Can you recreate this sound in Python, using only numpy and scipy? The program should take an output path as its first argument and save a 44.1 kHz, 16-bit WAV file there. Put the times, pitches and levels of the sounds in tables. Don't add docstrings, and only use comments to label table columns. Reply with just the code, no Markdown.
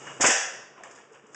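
import sys
import numpy as np
from scipy import signal
from scipy.fft import rfft, irfft
from scipy.io import wavfile
from scipy.ndimage import uniform_filter1d

SR = 44100
rng = np.random.default_rng(int(sys.argv[2]) if len(sys.argv) > 2 else 0)


def master(y):
    cut = np.clip(np.atleast_2d(y).T, -1, 1)
    pcm = np.round(cut * 32767)
    wavfile.write(sys.argv[1], SR, pcm.astype(np.int16))


N = 59535
TIME = np.arange(N) / SR

# (frequency [Hz], relative level [dB])
HISS_COLOUR = [(300, -40.5), (2000, -18), (3500, -10.5), (5400, -5.5), (6050, -3), (6800, 1.5),
               (7600, -2.5), (9000, -10.5)]


def amp(db):
    return 10 ** (np.asarray(db) / 20)


def unit(x):
    return x / np.sqrt(np.mean(x ** 2) + 1e-20)


def look_up(points, hz):
    f, value = np.transpose(points)
    return np.interp(np.log(hz + 1), np.log(f + 1), value)


def level(points):
    return amp(np.interp(TIME, *np.transpose(points)))


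def colour(x, points):
    gain = amp(look_up(points, np.fft.rfftfreq(2 * N, 1 / SR)))
    return irfft(rfft(x, 2 * N) * gain)[:N]


def noise(points):
    return unit(colour(rng.standard_normal(N), points))


def narrow_noise(hz, width_hz):
    f = np.fft.rfftfreq(N, 1 / SR)
    peak = 1 / (1 + ((f - hz) / (width_hz / 2)) ** 2)
    return unit(irfft(rfft(rng.standard_normal(N)) * peak, N))


def wander(samples):
    return unit(uniform_filter1d(rng.standard_normal(N), samples))


def flutter(depth_db, samples):
    return unit(amp(depth_db * wander(samples)))


def burst(start, rise_s, hold_s, fall_s):
    t = TIME - start
    return np.clip(t / rise_s, 0, 1) * np.exp(-np.maximum(t - rise_s - hold_s, 0) / fall_s)


def thuds(rows):
    blows = np.zeros(N)
    for start, db, hz, length in rows:
        t = TIME - start
        swell = np.sin(np.pi * np.clip(t / length, 0, 1)) ** 2
        blows += amp(db) * swell * np.sin(2 * np.pi * (hz * t + rng.random()))
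    return blows


def room(x, gap_s, build_s):
    # (frequency [Hz], time to fade by 60 dB [s])
    fade_times = [(100, .25), (250, 0.14), (500, 0.69), (1000, 0.77), (2700, 0.7), (5500, 0.67),
                  (8000, 0.48)]
    # (frequency [Hz], gain [dB])
    echo_colour = [(100, -13), (300, -11), (450, -8.5), (600, -4), (850, -6), (1100, -7.5), (1450, -5),
                   (1950, -6), (2400, -4), (3200, -0.5), (5300, 0), (6500, -4), (9000, 1)]
    reflections = rng.choice([-1., 1.], N) * (rng.random(N) < 3000 / SR)
    hz, t, bands = signal.stft(reflections, SR, nperseg=256)
    fade = amp(-60 * t / look_up(fade_times, hz)[:, None])
    tail = signal.istft(bands * fade, SR, nperseg=256)[1][:N]
    tail *= np.clip((TIME - gap_s) / build_s, 0, 1)
    echo = signal.fftconvolve(x, tail / np.linalg.norm(tail))[:N]
    return colour(echo, echo_colour)


def wheels():
    # (frequency [Hz], relative level [dB])
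    rumble_colour = [(25, -25.5), (80, -21), (140, -14.5), (190, -6.5), (300, -2.5), (450, 3.5), (700, -7),
                     (1300, -6.5), (3000, -25), (9000, -39)]
    # (time [s], level [dB])
    rumble_levels = [(0, -49), (.15, -47), (.6, -50), (.75, -54), (.9, -52.5), (1.07, -58), (1.25, -55.5),
                     (1.35, -52)]
    drone_levels = [(0, -62), (.18, -51.5), (.36, -74.5), (.5, -68), (.59, -52), (.69, -72), (.9, -68),
                    (1.0, -73), (1.35, -70)]
    rumble = level(rumble_levels) * noise(rumble_colour)
    return rumble + level(drone_levels) * narrow_noise(hz=140, width_hz=16)


def valve_air():
    # (time [s], level [dB])
    air_levels = [(0, -49), (.07, -48.5), (.19, -52.5), (.6, -79), (.82, -76), (.87, -77), (.98, -67),
                  (1.08, -87), (1.31, -68.5), (1.335, -56)]
    return level(air_levels) * noise(HISS_COLOUR) * flutter(depth_db=0.5, samples=120)


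def rubbing():
    # (time [s], level [dB])
    rub_levels = [(0, -49.5), (.03, -45), (.075, -43), (.11, -42.5), (.15, -48.5), (.2, -47.5), (.5, -75),
                  (.755, -68), (.78, -47), (.825, -52.5), (.86, -44), (.94, -54.5), (.99, -50.5),
                  (1.09, -60), (1.13, -57.5), (1.155, -49), (1.22, -58.5), (1.35, -60.5)]
    # (frequency [Hz], relative level [dB])
    rub_colour = [(100, -13.5), (400, 2), (800, 0.5), (1250, 1), (2000, -6), (2900, -5.5), (3600, -18),
                  (5200, -23), (7000, -20), (9000, -34.5)]
    return level(rub_levels) * noise(rub_colour) * flutter(depth_db=2, samples=150)


def squeak():
    # (time [s], level [dB])
    squeak_levels = [(.04, -55.5), (.075, -44), (.115, -42), (.135, -56.5), (.16, -46.5), (.2, -60),
                     (.25, -76.5)]
    hz = 2870 + 30 * wander(samples=300)
    note = np.sin(2 * np.pi * np.cumsum(hz) / SR)
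    return level(squeak_levels) * note * flutter(depth_db=2, samples=200)


def valve_gear():
    # (time [s], tick level [dB], clank level [dB])
    clicks = [(0.069, -43, -37), (0.079, -59.5, -42), (0.835, -42, -40), (.911, -43.5, -46),
              (0.951, -48.5, -59), (0.958, -47.5, -57), (.976, -58.5, -51), (.985, -62.5, -52.5),
              (1.122, -56.5, -80), (1.1309, -56.5, -71), (1.148, -59.5, -57.5), (1.157, -67, -52),
              (1.2666, -55, -85), (1.3455, -37, -38)]
    # (frequency [Hz], relative level [dB])
    clank_colour = [(100, -33), (600, -9.5), (1300, -3.5), (1700, 2.5), (2200, -4), (3000, -20),
                    (5000, -20), (9000, -44.5)]
    ping_hz, ping_s, ping_boost_db = 1737, 0.0081, 1.5
    tick, clank = noise(HISS_COLOUR), noise(clank_colour)
    sound = thuds([(start - ping_s / 8, clank_db + ping_boost_db, ping_hz, ping_s)
                   for start, _, clank_db in clicks])
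    for start, tick_db, clank_db in clicks:
        strike = burst(start, rise_s=0.00067, hold_s=0, fall_s=0.0069)
        sound += strike * (amp(tick_db) * tick + amp(clank_db) * clank)
    return sound


def linkage():
    # (time [s], peak level [dB], pitch [Hz], length [s])
    knocks = [(.759, -46, 1514, 0.0081), (.775, -42.5, 1035, 0.017), (.804, -38, 690, 0.013),
              (.995, -48.5, 912, 0.015), (1.108, -43.5, 441, 0.023), (1.232, -51.5, 209, 0.027)]
    return thuds(knocks)


def iron_ring():
    # (pitch [Hz], relative level [dB])
    notes = [(559.9, -51), (737.5, -49), (1357, -52), (1529, -48), (1669, -44), (1798, -44), (1879, -50),
             (2062, -50), (2600, -52), (2724, -49), (2826, -50), (3332, -54), (3424, -58), (3505, -57),
             (5480, -53), (5814, -51), (6584, -52)]
    start_s, rise_s, fade_s, boost_db = 0.25, 0.04, 0.66, 20
    t = np.maximum(TIME - start_s, 0)
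    ring = sum(amp(db) * np.sin(2 * np.pi * (hz * t + rng.random())) for hz, db in notes)
    return ring * np.minimum(t / rise_s, 1) * amp(boost_db - 60 * t / fade_s)


def pipe(x):
    # (pitch [Hz], width [Hz], boost [dB])
    resonances = [(545, 50, 4), (745, 50, 5), (1700, 110, 8), (1780, 50, 4), (2760, 150, 6), (5860, 180, 7),
                  (6620, 150, 3)]
    return x + sum((amp(db) - 1) * signal.lfilter(*signal.iirpeak(hz, hz / width, SR), x)
                   for hz, width, db in resonances)


def gas_surges():
    # (time [s], hold [s], low level [dB], middle level [dB], hiss level [dB])
    surges = [(0.197, 0.0089, -28.5, -40.5, -47.5), (0.207, 0.018, -44, -24.5, -17),
              (0.2387, 0.013, -19.5, -15.5, -20.5), (0.26, 0.012, -37, -22.5, -14.5),
              (0.281, .018, -29.5, -25.5, -24.5), (0.3, .02, -43, -28.5, -26)]
    # (frequency [Hz], relative level [dB])
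    low_colour = [(30, -41.5), (70, -23.5), (150, -17), (300, -7.5), (550, -0.5), (1000, -12.5),
                  (2500, -45), (9000, -48)]
    middle_colour = [(60, -35), (300, -18.5), (700, 0), (1200, 0), (1700, 2), (2400, -1), (3400, -14),
                     (5000, -17.5), (9000, -40)]
    gas = np.zeros(N)
    for band, tone in enumerate([low_colour, middle_colour, HISS_COLOUR]):
        loudness = sum(amp(dbs[band]) * burst(start, rise_s=0.0053, hold_s=hold, fall_s=0.0084)
                       for start, hold, *dbs in surges)
        gas += noise(tone) * loudness
    return gas * flutter(depth_db=1.0, samples=80)


def bark():
    # (time [s], relative level [dB], length of the push [s])
    jumps = [(.2363, -9.5, 0.00069), (.2381, -5.5, 0.00027), (.2403, -11.5, 0.00072), (.2431, -4.5, 0.001),
             (.2447, -3.5, 0.0005), (0.2458, -12, 0.00041), (0.2487, 2.5, 0.0001), (0.2534, -1.5, 0.0001),
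             (0.2554, -17, 0.00038), (.2603, -13.5, 0.00041)]
    # (time [s], peak level [dB], pitch [Hz], length [s])
    thumps = [(.201, -22.5, 330, 0.011), (.233, -24, 377, 0.024), (.281, -19.5, 299.4, .014)]
    pressure = np.zeros(N)
    for start, db, push_s in jumps:
        age = np.maximum(TIME - start, 0) / push_s
        pressure += amp(db) * (TIME > start) * (1 - age) * np.exp(-age)
    cracks = colour(pressure, [(50, -26), (250, -7), (1200, 6), (3000, -5), (8000, -16.5)])
    return cracks + thuds(thumps)


def scene():
    shot = gas_surges() + bark()
    clatter = valve_gear() + linkage()
    shot_echo = amp(-4.5) * room(pipe(shot), gap_s=0.0096, build_s=0.047)
    clatter_echo = room(clatter, gap_s=0.003, build_s=0.008)
    ring = iron_ring()
    coasting = rubbing() + valve_air() + squeak() + wheels()
    return (coasting + clatter + clatter_echo + ring + shot + shot_echo)[None]


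def record(dry):
    # (frequency [Hz], gain [dB])
    microphone_colour = [(20, -14), (120, -3.5), (300, -3.5), (3400, -2), (3800, -7), (4200, -27.5),
                         (4550, -8.5), (5100, -2.5), (7800, -0.5), (8400, -7), (9000, -27)]
    ceiling, cutoff_hz = 0.51, 9050
    squashed = ceiling * np.tanh(dry[0] / ceiling)
    heard = colour(squashed, microphone_colour)
    treble_cut = signal.firwin(601, cutoff_hz, window=("kaiser", 9), fs=SR)
    return signal.oaconvolve(heard, treble_cut, "same")[None]


dry = scene()
out = record(dry)
master(out)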